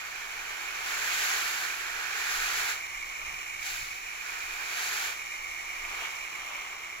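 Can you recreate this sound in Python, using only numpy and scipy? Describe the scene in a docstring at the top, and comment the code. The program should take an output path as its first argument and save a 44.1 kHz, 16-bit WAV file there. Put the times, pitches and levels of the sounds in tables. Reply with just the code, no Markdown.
"""A hand-held hose nozzle hisses close by on the left, sweeping a fan of water over a garden bed.
Noise filtered by sliding and fixed resonances makes the hiss. Random impacts make the drumming and
splashing on big leaves and the patter in foliage farther off; late on, lone drops slap and tick.
Filtered noise rumbles as air on the microphone, over a quiet garden and two faint hum tones."""
import sys
import numpy as np
from scipy import signal
from scipy.fft import rfft, irfft
from scipy.io import wavfile

SR = 44100
rng = np.random.default_rng(int(sys.argv[2]) if len(sys.argv) > 2 else 0)


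def int16_out(signal):
    """Quantize to a 16-bit WAV file."""
    q = np.round(np.clip(np.atleast_2d(signal).T, -1, 1) * 32767)
    wavfile.write(sys.argv[1], SR, q.astype(np.int16))


N = 308700
TIME = np.arange(N) / SR
STEPS = TIME[::100]  # coarse time grid for level curves, seconds
HZ = np.maximum(np.arange(N // 2 + 1) * SR / N, 1)
CUTOFF_HZ = 15760

# the nozzle as the hand moves and turns it: time_s, hiss_db before the mix, resonance_hz
NOZZLE_MOVES = [(0, -44, 2320), (1.2, -38, 2350), (1.9, -42, 2360), (2.5, -38, 2355), (2.9, -39, 2269),
                (3.35, -38.4, 2310), (4.0, -40.3, 2341), (5.03, -39, 2350), (5.38, -38.8, 2266),
                (6.15, -38.5, 2305), (7, -42.5, 2246)]
# weaker resonances of the spray head: pitch_hz, width_hz at half amplitude, relative_db
HEAD_RESONANCES = [(873, 450, -12), (1175.4, 240, -4), (1856, 250, -7.5), (2028, 533, -7.5),
                   (2932, 455, -8), (3943, 1390, -16.5), (5526, 470, -11.5), (6117, 1380, -14),
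                   (7140, 508, -9), (10550, 6360, -25.5), (14100, 7600, -27)]
# share of the nozzle's hiss that arrives straight: pitch_hz, share_0_to_1
DIRECT_SHARE = [(700, 0.47), (1100, 0.96), (1400, 0.76), (2250, 0.91), (3000, 0.85), (4200, 0.65),
                (6000, 0.5), (12000, 0.56)]
# colour of the two microphone ports at full depth: pitch_hz, left_minus_right_db
PORT_COLOUR = [(300, -1), (550, -4.5), (1080, 2.5), (1450, -6.5), (1900, -9.5), (2400, -9), (3500, -5.5),
               (4800, -1), (6000, 9.5), (7250, 11), (8000, -9), (9800, 1), (16000, -1)]
# share of scattered sound that both ports have in common: pitch_hz, share_0_to_1
SCATTERED_SHARE = [(350, 0.95), (700, 0.89), (1500, 0.44), (4000, 0.73), (10000, 0)]
# turning the head raises its resonance and leans it toward the right port
HEAD_PAN_DB, HEAD_PAN_DB_PER_HZ = -7.5, -0.0269

# water falling into the far foliage: time_s, level_db before trim
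FOLIAGE_LEVEL = [(0, -50), (1.2, -42.5), (2.1, -49), (3.0, -52.5), (3.28, -47.5), (3.65, -60.5), (4.2, -53),
                 (5.08, -44), (5.25, -55.5), (5.82, -47), (6.04, -40), (6.17, -48.5), (6.55, -43.5),
                 (7, -50)]
# spectrum of the foliage patter: pitch_hz, relative_db per Hz
PATTER_SPECTRUM = [(120, -39), (240, -20.5), (380, -12), (520, -12.5), (750, -5.5), (950, -3.5), (1170, 2),
                   (1450, -5.5), (1850, -12.5), (2450, -2), (4300, -22.5), (6800, -20), (8600, -44),
                   (11000, -27.5)]
# spectrum of a full hit on the foliage: pitch_hz, relative_db per Hz
SMACK_SPECTRUM = [(500, -21.5), (1300, -7.5), (2000, -11), (2800, 2.5), (3600, -4), (4800, -20),
                  (7000, -15), (9000, -26)]

# the fan crosses a big leaf:
# start_s, hold_s, rise_s per 10 dB, fall_s per 10 dB, drumming_db, fine_splash_db
LEAF_CROSSINGS = [(.6, 2.12, 5, .055, -41, -46), (.86, .8, 0, 0.1144, -36.5, -40.5),
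                  (1.154, 0.251, 0.287, 0.4077, -36.5, -33.5), (1.972, .75, 0.24, .055, -36.5, -58),
                  (2.35, .37, 0.29, .05, -37.5, -34.3), (3.655, .075, .045, 0.22, -42.5, -37),
                  (4.299, .81, 0.16, 0.03, -41.5, -44.5), (4.81, .24, 0.1449, 0.1, -37, -35.5),
                  (5.969, 0.095, .2, 0.1, -43.5, -48)]
# spectrum of jets drumming on a leaf: pitch_hz, relative_db per Hz
DRUM_SPECTRUM = [(150, -42), (280, -25.5), (420, -12.5), (560, -20.5), (780, -7.5), (1050, -7), (1250, -1),
                 (1490, 5.5), (1800, 4.5), (2200, -1), (2480, -2), (3500, -10), (7200, -16), (8200, -34)]
# spectrum of the fine splash: pitch_hz, relative_db per Hz
SPLASH_SPECTRUM = [(250, -31.5), (380, -21.5), (560, -24), (760, -8), (1130, -23), (1500, -1.5), (2200, -7),
                   (2600, -2), (3450, -6.5), (4350, -3.5), (5000, -7), (7200, -3), (8300, -17.5),
                   (11500, -11), (16000, -16)]
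# stray jets at the edge of the fan always drum on some leaf; their splash fades as the fan lifts
STRAY_DRUM_DB, STRAY_SPLASH_DB = -51, -54.5
LIFT_S, LIFT_DB_PER_S = 6.48, 25.5

# slow gusts on the microphone: peak_s, level_db before trim
GUST_PEAKS = [(.3, -65.5), (.72, -66.5), (1.09, -65), (2.4, -57.5), (3.0, -56.5), (3.25, -56.5),
              (3.78, -55.5), (4.48, -59), (5.46, -59.5), (5.86, -56.5)]
# spectrum of the slow gusts: pitch_hz, relative_db per Hz
RUMBLE_SPECTRUM = [(10, -11), (25, 9), (45, -4.5), (70, -7.5), (200, -46.5)]
# short buffets on the microphone: peak_s, level_db before trim
BUFFET_PEAKS = [(2.58, -57), (3.33, -54.5), (3.57, -61), (3.82, -52)]
# spectrum of a buffet: pitch_hz, relative_db per Hz
BUFFET_SPECTRUM = [(25, 0.5), (55, -3.5), (100, -4), (170, -13.5), (400, -32.5), (1000, -55)]
# seconds to rise or fall 10 dB; level in between, before trim
GUST_S, CALM_SWAY_DB = 0.149, -67
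BUFFET_S, CALM_BUFFET_DB = .06, -70.5
# spectrum of the quiet background: pitch_hz, relative_db per Hz
GARDEN_SPECTRUM = [(30, -13), (70, -2.5), (105, 2.5), (160, -12.5), (250, -9), (400, 1), (1000, -27.5),
                   (8000, -62)]
# far hum: pitch_hz, rms_db
HUM_TONES = [(172.3, -80), (344.5, -71)]

# single fat drops slapping a leaf: time_s, peak_db before trim and panning
LEAF_SLAPS = [(5.784, -21), (5.851, -20.5), (6.328, -28), (6.404, -28), (6.55, -23.5), (6.7, -37),
              (6.848, -26.5)]
# tiny drips ticking close by: time_s, peak_db before trim and panning
DRIP_TICKS = [(6.4424, -45.5), (6.5704, -50), (6.6288, -45), (6.7764, -45), (6.9052, -46)]
# spectrum of a slap: pitch_hz, relative_db per Hz
SLAP_SPECTRUM = [(300, -25), (1100, -8.5), (1700, -4.5), (2350, 12.5), (3200, -10.5), (7000, -23),
                 (9000, -30)]
# spectrum of a tick: pitch_hz, relative_db per Hz
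TICK_SPECTRUM = [(3000, -20), (7000, -5), (12000, 0), (16000, -2)]


def from_db(db):
    """Decibels to gain."""
    return np.exp(np.asarray(db) * (np.log(10) / 20))


def rms_one(x):
    """Scale to unit rms."""
    return x / np.sqrt(np.mean(x ** 2) + 1e-20)


def in_time(rows):
    """Each column of a curve at every sample."""
    s, *columns = np.transpose(rows)
    return [np.interp(TIME, s, column) for column in columns]


def over_hz(points):
    """A table of pitch and value, read at every frequency on a log pitch scale."""
    hz, value = np.transpose(points)
    return np.interp(np.log(HZ), np.log(hz), value)


def drift(rate_hz):
    """Slow random wander with rms 1: noise that loses its treble above the rate."""
    return rms_one(irfft(rfft(rng.standard_normal(N)) / (1 + (HZ / rate_hz) ** 2), N))


def colour(x, gain):
    """Filter by a gain at every frequency; rms 1."""
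    return rms_one(irfft(rfft(x) * gain, N))


def ports(depth, pan_db):
    """Left and right gain at every frequency for a source off to one side."""
    ratio = from_db(depth * over_hz(PORT_COLOUR) + pan_db)
    return np.array([ratio, np.ones_like(ratio)]) / np.sqrt(1 + ratio ** 2)


def air_noise(shared, lag_ms):
    """Stereo white noise; its shared part reaches the right port later."""
    shared = np.clip(shared, 0, 1)
    common, left, right = rfft(rng.standard_normal((3, N)))
    delay = np.exp(-2j * np.pi * HZ * lag_ms / 1000)
    together_part = np.sqrt(shared) * np.array([common, common * delay])
    separate_part = np.sqrt(1 - shared) * np.array([left, right])
    return irfft(together_part + separate_part, N)


def drops(per_s, size_db, lag_ms, scatter_ms, blur):
    """Random impacts, a few much bigger than the rest, each from its own spot, in a blur of finer mist."""
    at = np.flatnonzero(rng.random(N) < per_s / SR)
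    sizes = from_db(size_db * np.minimum(rng.exponential(1, at.size), 4))
    sizes = sizes * rng.choice([-1, 1], at.size)
    # each spot has its own delay between the ports
    lags_ms = lag_ms + scatter_ms * rng.standard_normal(at.size)
    lags = np.round(lags_ms * SR / 1000).astype(int)
    left = np.bincount(at, sizes, N)
    right = np.bincount((at + lags) % N, sizes, N)
    mist = air_noise(over_hz(SCATTERED_SHARE), lag_ms)
    return rms_one(np.array([left, right])) + blur * mist


def swell(start, hold, rise, fall):
    """Rise, hold and fall in dB; rise and fall are seconds per 10 dB."""
    before = (start - STEPS) / rise  # a rise of 0 starts at once
    after = (STEPS - start - hold) / fall
    return -10 * np.maximum(np.maximum(before, after), 0)


def together(levels_db):
    """Level of unrelated sounds heard at once, at every sample: their powers add."""
    power = sum(from_db(np.maximum(db, -200)) ** 2 for db in levels_db)
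    return np.interp(TIME, STEPS, 10 * np.log10(power))


def resonance(hz, width_hz):
    """Gain of a steep-sided resonance at every frequency."""
    return 1 / (1 + (2 * (HZ - hz) / width_hz) ** 2)


def nozzle(flutter_db=0.767, main_db=-0.5, others_db=-3.5, main_width_hz=230, split_hz=80):
    """Sputtering flow through the holes excites the resonances of the spray head."""
    level_db, hz = in_time(NOZZLE_MOVES)
    mean_hz = hz.mean()
    flow = air_noise(over_hz(DIRECT_SHARE), lag_ms=0.4752)
    core = air_noise(over_hz(DIRECT_SHARE), lag_ms=0.4752)

    power = sum((from_db(db) * resonance(mode_hz, width_hz)) ** 2
                for mode_hz, width_hz, db in HEAD_RESONANCES)
    others = colour(flow, np.sqrt(power) * ports(depth=1.093, pan_db=3.0))

    # the main resonance is a close pair of modes that slides about its mean pitch
    lower = resonance(mean_hz - split_hz, main_width_hz)
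    upper = resonance(mean_hz + split_hz, main_width_hz)
    slide = np.exp(2j * np.pi * np.cumsum(hz - mean_hz) / SR)
    main = np.real(signal.hilbert(colour(core, np.hypot(lower, upper))) * slide)
    pan_db = HEAD_PAN_DB + HEAD_PAN_DB_PER_HZ * (hz - mean_hz)
    main = rms_one(main * from_db(np.array([pan_db, -pan_db]) / 2))

    level = from_db(level_db + flutter_db * drift(rate_hz=71))
    return level * (from_db(main_db) * main + from_db(others_db) * others)


def foliage(trim_db=-0.5, smack_db=-46, full_db=-42, steepness=1.78):
    """Spent drops patter on small leaves spread over the bed; a full hit adds a brighter smack."""
    level_db, = in_time(FOLIAGE_LEVEL)
    hits = drops(per_s=2600, size_db=3.0, lag_ms=0.12, scatter_ms=0.1553, blur=0.582)
    hard = drops(per_s=3000, size_db=2.0, lag_ms=0.138, scatter_ms=0.16, blur=0.52)
    patter = colour(hits, from_db(over_hz(PATTER_SPECTRUM)) * ports(depth=0.49, pan_db=2.5))
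    smack = colour(hard, from_db(over_hz(SMACK_SPECTRUM)) * ports(depth=0.47, pan_db=1.5))
    # the smack grows faster in dB than the patter
    smack_level_db = smack_db + steepness * (level_db - full_db)
    return from_db(level_db + trim_db) * patter + from_db(smack_level_db) * smack


def leaf_levels():
    """Drumming and splash in dB: every crossing swells both, over the stray jets."""
    drum = [STRAY_DRUM_DB]
    splash = [STRAY_SPLASH_DB - LIFT_DB_PER_S * np.maximum(STEPS - LIFT_S, 0)]
    for start, hold, rise, fall, drum_db, splash_db in LEAF_CROSSINGS:
        shape_db = swell(start, hold, rise, fall)
        drum.append(drum_db + shape_db)
        splash.append(splash_db + shape_db)
    return together(drum), together(splash)


def big_leaves(flap_db=0.4671):
    """The jets drum on a flapping leaf and burst into fine, bright droplets."""
    drum_db, splash_db = leaf_levels()
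    flap = flap_db * drift(rate_hz=10.1)
    hits = drops(per_s=5000, size_db=1.5, lag_ms=0.1583, scatter_ms=0.066, blur=0.728)
    spray = drops(per_s=9000, size_db=1.5, lag_ms=.26, scatter_ms=0.038, blur=0.65)
    drum = colour(hits, from_db(over_hz(DRUM_SPECTRUM)) * ports(depth=0.994, pan_db=0.0))
    splash = colour(spray, from_db(over_hz(SPLASH_SPECTRUM)) * ports(depth=1.0, pan_db=2.0))
    return from_db(drum_db + flap) * drum + from_db(splash_db + flap) * splash


def puffs(rows, edge_s, calm_db):
    """Level in dB of moving air: like-shaped puffs over a calm."""
    return together([calm_db] + [db + swell(s, 0, edge_s, edge_s) for s, db in rows])


def wind(sway_trim_db=3.5, buffet_trim_db=1.0):
    """Lumpy air on the ports: slow low gusts, and short buffets that reach higher in pitch."""
    sway_db = puffs(GUST_PEAKS, GUST_S, CALM_SWAY_DB) + sway_trim_db
    buffet_db = puffs(BUFFET_PEAKS, BUFFET_S, CALM_BUFFET_DB) + buffet_trim_db
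    sway = colour(air_noise(shared=0.527, lag_ms=0), from_db(over_hz(RUMBLE_SPECTRUM)))
    buffet_gain = from_db(over_hz(BUFFET_SPECTRUM)) * ports(depth=0, pan_db=-1.0)
    buffet = colour(air_noise(shared=0.895, lag_ms=0), buffet_gain)
    return from_db(sway_db) * sway + from_db(buffet_db) * buffet


def garden(level_db=-69):
    """The quiet background: steady low noise, the same at both ports."""
    return from_db(level_db) * colour(air_noise(shared=1.0, lag_ms=0), from_db(over_hz(GARDEN_SPECTRUM)))


def hum(wander_rad=0.986):
    """Faint steady tones whose phase wanders, so their pitch wavers."""
    total = np.zeros(N)
    for hz, db in HUM_TONES:
        phase = 2 * np.pi * hz * TIME + wander_rad * drift(rate_hz=6.2)
        total += from_db(db) * rms_one(np.sin(phase))
    return total


def single_drops(rows, spectrum, trim_db):
    """Each lone drop is one short impact with the colour of what it hits."""
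    s, peak_db = np.transpose(rows)
    clicks = np.bincount(np.round(s * SR).astype(int), from_db(peak_db + trim_db), N)
    gain = from_db(over_hz(spectrum))
    impacts = irfft(rfft(clicks) * gain * ports(depth=.6, pan_db=3), N)
    return impacts / irfft(gain, N).max()  # peak 1 for a unit click before panning


def scene():
    """Nozzle, water on the plants, the open air and lone drops."""
    slaps = single_drops(LEAF_SLAPS, SLAP_SPECTRUM, trim_db=2.0)
    ticks = single_drops(DRIP_TICKS, TICK_SPECTRUM, trim_db=1.0)
    return nozzle() + foliage() + big_leaves() + wind() + garden() + hum() + slaps + ticks


def record(dry):
    """The top is cut steeply."""
    steep_lowpass = signal.ellip(12, .1, 80, CUTOFF_HZ, fs=SR, output="sos")
    return signal.sosfilt(steep_lowpass, dry)


dry = scene()
out = record(dry)
int16_out(out)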